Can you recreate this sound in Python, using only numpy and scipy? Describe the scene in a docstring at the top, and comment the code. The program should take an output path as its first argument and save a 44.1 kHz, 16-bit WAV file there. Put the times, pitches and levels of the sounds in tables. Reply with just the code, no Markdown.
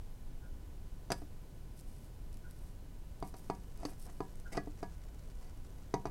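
"""A soldering iron works on the pins of a circuit board held in a small vise, close by.
A low room rumble and a thin electrical whine run throughout; a faint squeak soon joins, every 2 s.
After a second the tip taps a pin and slips off, making pins, board and vise ring. Flux (the paste
that helps solder flow) sizzles and spits as the solder melts. From about 3 s the hot joint crackles,
and the tip then also scrapes over the pins. A few last taps come near 6 s."""
import sys
import numpy as np
from scipy import signal
from scipy.fft import rfft, irfft
from scipy.io import wavfile
from scipy.ndimage import uniform_filter1d

SR = 44100
rng = np.random.default_rng(int(sys.argv[2]) if len(sys.argv) > 2 else 0)


def wrap_up_sound(samples):
    """Save the sound to the file named by the first command line argument, as 16-bit audio."""
    columns = np.atleast_2d(samples).T
    # keep every value between -1 and 1, then stretch to whole-number steps
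    tamed = np.clip(columns, -1, 1)
    steps = np.round(tamed * 32767).astype(np.int16)
    wavfile.write(sys.argv[1], SR, steps)


N = 269010
TIME = np.arange(N) / SR
RING_TIME = TIME[:SR // 2]  # half a second, for one short sound

# tone colour of the room's rumble and hiss: f/Hz, level/dB
ROOM_COLOUR = [(8.8, -22), (15, 1), (54, -10), (126, -19.5), (269, -28.5), (312, -30), (512, -35),
               (972, -42.5), (1160, -45.5), (1510, -48.5), (1690, -48), (3030, -51.5), (3720, -52),
               (13800, -55.5), (16000, -58.5)]
# tones of the electrical whine: f/Hz, level/dB
WHINE_TONES = [(1001, -81.5), (1491, -83.5), (2977, -87.5), (3989, -95)]
# one squeak per row: level/dB, length/s
SQUEAK_TURNS = [(-63.5, 0.077), (-60.5, 0.056), (-54, 0.035)]
# the two tones in each squeak: f/Hz, level/dB
SQUEAK_PAIR = [(1452, -0.5), (1590, -6)]
# tone colour of the echo from the walls: f/Hz, level/dB
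ECHO_COLOUR = [(80, 6.5), (300, 0.5), (1200, -4), (4000, -5), (16000, -6)]
# tones that board and vise ring at: f/Hz, tap level/dB, slip level/dB, t60/s (time to fade by 60 dB)
BOARD_TONES = [(143.3, 4.5, -1.5, 0.18), (194.7, -3, -12.5, 0.42), (296.6, -8, 14, 0.18),
               (325, 1, -6, 0.17), (394.5, 9.5, -16, 0.057), (421.7, 8.5, 12.5, 0.058),
               (682, -13.5, 13.5, 0.071), (694.3, -4.5, 10.5, 0.099), (718, -3.5, -14, 0.077),
               (762, -6, -13, 0.19), (845, 3, -6, 0.048), (954, -3.5, -24, 0.21), (994, -4, -38, .12),
               (1168, -15, -8, 0.2), (1090, -23, -7, 0.031), (1445, -36, -29, 0.097),
               (1677, -18, -12, 0.29), (1960, -14.5, 1, 0.14), (2195, -14, -19.5, 0.2),
               (2464, -16, -7, 0.17)]
# tones that pins and tip ring at: f/Hz, tap level/dB, slip level/dB, t60/s
PIN_TONES = [(2475, 3, 7, 0.028), (2850, -7.5, -21, 0.038), (3830, -1.5, -24, 0.054),
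             (4540, -11, 15, 0.044), (4690, 3, 2.5, 0.047), (4910, -2.5, 10, .06), (5250, -10, 15.5, 0.03),
             (5630, -4, 2, 0.054), (6100, -9, 4.5, 0.04), (6190, 2.5, -12, 0.044), (6600, -8, 0, 0.057),
             (7670, -14, -14, 0.056), (8770, -13, -10, 0.046), (8930, -4, -21, 0.04)]
# tone colour of the rattling fittings: f/Hz, level/dB
RATTLE_COLOUR = [(200, -14), (450, -2), (570, -27), (800, 4.5), (1250, 21), (1450, -14), (2500, 1),
                 (3200, -26), (5000, -34)]
# tone colour of metal hitting metal: f/Hz, level/dB
CRACK_COLOUR = [(1200, 13.5), (2300, 5.5), (3300, 1), (4800, 7), (6300, -30), (7200, 1), (10000, -5.5),
                (12500, -14), (14000, -31), (16000, -40)]
# the tip lands on a pin: t/s, board level/dB, hardness/dB (metal above board), slip share (0 to 1)
TIP_TAPS = [(1.1036, -38, -11.5, 0.17), (1.111, -47.5, -10, 0.34), (3.226, -41, -17.5, 0.05),
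            (3.341, -53.5, -9.5, 0.2), (3.4996, -36, -17, .15), (4.205, -37.5, -22.5, 0),
            (4.8291, -40.5, -16.5, .3), (5.94, -32, -15, .1), (6.0551, -38, -17.5, 0.2),
            (6.069, -48.5, -15.5, .2)]
# the tip slips off: t/s, board level/dB, lift of its upper tones/dB, metal level/dB, board cutoff/Hz
TIP_SLIPS = [(1.119, -41, 9.5, -38, 603), (1.219, -51, -5, -75, 1000), (3.832, -49, 3, -65, 1210),
             (3.8518, -41.5, -9, -46.5, 4000), (4.5703, -42, -20, -50, 2500),
             (4.5761, -34, -2.5, -58, 1860), (4.673, -46, 0.5, -79, 900)]
# fresh flux meets the tip and boils: start/s, length/s, level/dB
FLUX_BOILS = [(1.16, 0.058, -69.5), (1.755, 0.047, -68.5), (1.857, 0.21, -73), (2.474, 0.23, -74),
              (3.23, 0.063, -66.5), (3.355, 0.024, -62.5), (3.424, 0.028, -73), (3.85, 0.062, -63.5),
              (3.986, 0.07, -63)]
# tone colour of bursting flux bubbles: f/Hz, level/dB
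BUBBLE_COLOUR = [(1500, -12), (3000, -9.5), (5500, -0.5), (7000, -8.5), (8200, 3), (10000, -1.5),
                 (11800, 1), (13000, -14), (16000, -13.5)]
# tone colour of the small spits in a boil: f/Hz, level/dB
SPRAY_COLOUR = [(2000, -16), (5000, -4), (9000, 1), (13000, 0), (16000, -8)]
# the loudest spits of flux: t/s, level/dB
LOUD_SPITS = [(1.810, -70), (2.329, -69), (2.343, -70), (2.371, -68.5), (2.51, -66), (3.202, -70),
              (3.775, -68.5), (3.802, -70.5), (4.066, -68), (4.356, -68.5), (4.40, -68)]
# tone colour of the hot joint's crackle: f/Hz, level/dB
CRACKLE_COLOUR = [(1500, 0), (3500, -11.5), (5800, -3), (9500, -8), (12500, -17), (16000, -36)]
# the tip drags over a pin: start/s, end/s, board level/dB, metal level/dB
TIP_SCRAPES = [(3.769, 3.872, -59, -67), (3.87, 3.94, -58, -78), (4.05, 4.11, -57, -79),
               (4.516, 4.543, -47.5, -52), (4.54, 4.574, -46, -58), (5.392, 5.51, -65.5, -72)]


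def gain(db):
    """Turn decibels into a number to multiply by."""
    return 10 ** (np.asarray(db) / 20)


def unit(x):
    """Scale to an average strength (rms) of 1."""
    return x / np.sqrt(np.mean(x ** 2))


def unit_hit(x):
    """Scale a hit so that its first 25 ms have an average strength of 1."""
    return x / np.sqrt(np.mean(x[:SR // 40] ** 2))


def fade(t60):
    """A curve that falls by 60 dB every t60 seconds."""
    return np.exp(-np.log(1000) * RING_TIME / t60)


def add(out, start, x):
    """Mix x into out, beginning at start seconds."""
    i = int(start * SR)
    out[i:i + len(x)] += x[:N - i]


def colour(x, points):
    """Make each frequency louder or softer, following a tone colour table."""
    hz, db = np.transpose(points)
    f = np.maximum(np.fft.rfftfreq(len(x), 1 / SR), 1)
    return irfft(rfft(x) * gain(np.interp(np.log(f), np.log(hz), db)), len(x))


def noise(points, size=len(RING_TIME)):
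    """Noise of strength 1 with the given tone colour."""
    return unit(colour(rng.standard_normal(size), points))


def wobble(size, rate):
    """A random curve that changes about rate times a second."""
    return unit(uniform_filter1d(rng.standard_normal(size), SR // rate))


def clicks(size, rate, spread_db):
    """Random clicks of uneven strength, about rate of them a second."""
    strength = gain(spread_db * np.minimum(rng.exponential(size=size), 3))
    fires = rng.random(size) < rate / SR
    return unit(fires * strength * rng.choice([-1, 1], size) + 1e-9)


def excite(force, ring):
    """Let every push in force start its own copy of a ring."""
    return signal.fftconvolve(force, ring / np.linalg.norm(ring))


def room_rumble(level_db=-45.5):
    """The room's steady low rumble, with a little hiss on top."""
    return gain(level_db) * noise(ROOM_COLOUR, N)


def whine(waver=0.00294):
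    """A thin electrical whine whose tones waver together in pitch."""
    clock = np.cumsum(1 + waver * wobble(N, rate=20)) / SR
    return sum(gain(db) * np.sqrt(2) * np.sin(2 * np.pi * (hz * clock + rng.random()))
               for hz, db in WHINE_TONES)


def squeaks(first_s=0.414, every_s=2.018, waver=0.022, tail_db=-5, tail_t60=0.61):
    """Something far off squeaks briefly, with an unsteady pitch and a soft tail."""
    out = np.zeros(N)
    for turn, (db, length) in enumerate(SQUEAK_TURNS):
        progress = np.minimum(RING_TIME / length, 1)
        swell = np.sin(np.pi * progress) + gain(tail_db) * progress * fade(tail_t60)
        for hz, tone_db in SQUEAK_PAIR:
            pitch = hz * (1 + waver * wobble(len(RING_TIME), rate=300))
            tone = np.sin(2 * np.pi * np.cumsum(pitch) / SR)
            add(out, first_s + turn * every_s, gain(db + tone_db) * swell * tone)
    return out


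def wall_echo(direct, level_db=-16, t60=0.25, delay_s=0.004):
    """The walls of a small room throw the sound back as a short, blurred echo."""
    reflections = noise(ECHO_COLOUR) * fade(t60) * (RING_TIME > delay_s)
    return gain(level_db) * excite(direct, reflections)[:N]


def ringing_tones(table, slip, damping, scatter_db=3, detune=0.0022):
    """Give (Hz, wave) pairs. A slip favours other tones than a tap; a pressed tip shortens them."""
    for hz, tap_db, slip_db, t60 in table:
        db = tap_db + slip * (slip_db - tap_db) + scatter_db * rng.normal()
        cycles = hz * (1 + detune * rng.normal()) * RING_TIME
        cycles += min((hz / 1800) ** 2, 1) * rng.random()  # high tones arrive out of step
        yield hz, -gain(db) * fade(t60 / (1 + damping)) * np.sin(2 * np.pi * cycles)


def board_knock(upper_db, slip, cutoff_hz, damping, upper_from_hz=560, rattle_db=-11):
    """Board and vise ring. 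A softer touch has a lower cutoff, so it sounds duller."""
    tones = ringing_tones(BOARD_TONES, slip, damping)
    ring = sum(gain(upper_db * (hz > upper_from_hz)) * wave for hz, wave in tones)
    # many weak tones of the fittings blur into a short rattle
    rattle = gain(rattle_db) * noise(RATTLE_COLOUR) * fade(t60=0.07)
    # the small board gives off little bass below 130 Hz
    band = signal.butter(2, [130, cutoff_hz], "bandpass", fs=SR, output="sos")
    return unit_hit(signal.sosfilt(band, unit_hit(ring) + rattle))


def pin_tick(slip, treble_db, damping=0.42, crack_db=-2, buzz_db=1):
    """Metal on metal: a short ring, a crack, and a buzz of many tones packed close together."""
    ring = sum(wave for hz, wave in ringing_tones(PIN_TONES, slip, damping))
    crack = unit_hit(noise(CRACK_COLOUR) * fade(t60=0.018))
    buzz = unit_hit(noise(CRACK_COLOUR) * fade(t60=0.052))
    tick = unit_hit(ring) + gain(crack_db) * crack + gain(buzz_db) * buzz
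    treble_lift = signal.firwin2(33, [0, 5500, 9000, SR / 2], gain([0, 0, treble_db, treble_db]), fs=SR)
    return unit_hit(signal.lfilter(treble_lift, 1, tick))


def contact(board_db, upper_db, metal_db, cutoff_hz, slip, bright_above_db=-47):
    """One touch of the tip rings both board and pin; the loudest ticks get extra treble."""
    knock = board_knock(upper_db, slip, cutoff_hz, damping=0.2 + 0.49 * slip)
    tick = pin_tick(slip, treble_db=0.84 * max(metal_db - bright_above_db, 0))
    return gain(board_db) * knock + gain(metal_db) * tick


def taps(upper_db=6, hard_cutoff_hz=1850, octaves_per_db=0.03):
    """The tip lands on a pin; the harder the contact, the brighter the board sounds."""
    out = np.zeros(N)
    for start, board_db, hardness_db, slip in TIP_TAPS:
        cutoff_hz = hard_cutoff_hz * 2 ** (octaves_per_db * hardness_db)
        add(out, start, contact(board_db, upper_db, board_db + hardness_db, cutoff_hz, slip))
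    return out


def slips():
    """The tip slides off a pin with a snap."""
    out = np.zeros(N)
    for start, board_db, upper_db, metal_db, cutoff_hz in TIP_SLIPS:
        add(out, start, contact(board_db, upper_db, metal_db, cutoff_hz, slip=0.89))
    return out


def boil_strength(length, rise_s=0.018, drop_t60=0.11, simmer_db=-13, simmer_t60=2.6):
    """One boil swells, holds until length seconds are up, then drops to a fading simmer."""
    since_end = np.maximum(TIME - length, 0)
    drop = gain(-60 * since_end / drop_t60)
    simmer = gain(simmer_db - 60 * since_end / simmer_t60)
    return np.minimum(TIME / rise_s, 1) * np.maximum(drop, simmer)


def sizzle(spray_db=-3.5, pop_t60=0.0095):
    """Boiling flux: a swarm of tiny bubbles bursts in quick spurts, with a spray of small spits."""
    power = np.zeros(N)
    for start, length, db in FLUX_BOILS:
        add(power, start, (gain(db) * boil_strength(length)) ** 2)
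    spurts = unit(gain(1.6 * wobble(N, rate=200)))
    bubbles = unit(colour(clicks(N, rate=4000, spread_db=4.5), BUBBLE_COLOUR))
    pops = signal.fftconvolve(abs(clicks(N, rate=70, spread_db=3)), fade(pop_t60))[:N]
    spray = unit(pops * noise(SPRAY_COLOUR, N))
    return np.sqrt(power) * (spurts * bubbles + gain(spray_db) * spray)


def spits(pop_t60=0.0095):
    """Single flux bubbles burst, each with a sharp pop."""
    out = np.zeros(N)
    for start, db in LOUD_SPITS:
        add(out, start, gain(db) * unit_hit(noise(BUBBLE_COLOUR) * fade(pop_t60)))
    return out


def crackle(start_s=2.9, rise_s=0.8, level_db=-72.5):
    """Once the joint is hot, scattered bubbles burst with a duller crackle."""
    pops = signal.fftconvolve(abs(clicks(N, rate=80, spread_db=-2)), fade(t60=0.024))[:N]
    heat = np.clip((TIME - start_s) / rise_s, 0, 1)
    return gain(level_db) * heat * unit(pops * noise(CRACKLE_COLOUR, N))


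def scrapes():
    """The dragged tip sticks and slips very fast; each tiny jerk rings board and pin."""
    out = np.zeros(N)
    for start, end, board_db, metal_db in TIP_SCRAPES:
        size = int((end - start) * SR)
        jerks = clicks(size, rate=2100, spread_db=-0.5) * signal.windows.tukey(size, 0.5)
        knock = board_knock(upper_db=5.5, slip=0.37, cutoff_hz=3970, damping=3.6, rattle_db=-20)
        tick = pin_tick(slip=0.36, treble_db=9, damping=0.5, crack_db=-0.5)
        add(out, start, gain(board_db) * excite(jerks, knock) + gain(metal_db) * excite(jerks, tick))
    return out


def scene():
    """Mix iron, flux and squeaks with their echo and the background, in one channel."""
    iron = taps() + slips() + scrapes()
    flux = spits() + sizzle() + crackle()
    direct = iron + flux + squeaks()
    return (direct + wall_echo(direct) + whine() + room_rumble())[None]


def record(dry, top_hz=15900):
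    """Cut away the very highest treble."""
    return signal.sosfilt(signal.ellip(10, 0.1, 70, top_hz, fs=SR, output="sos"), dry)


dry = scene()
out = record(dry)
wrap_up_sound(out)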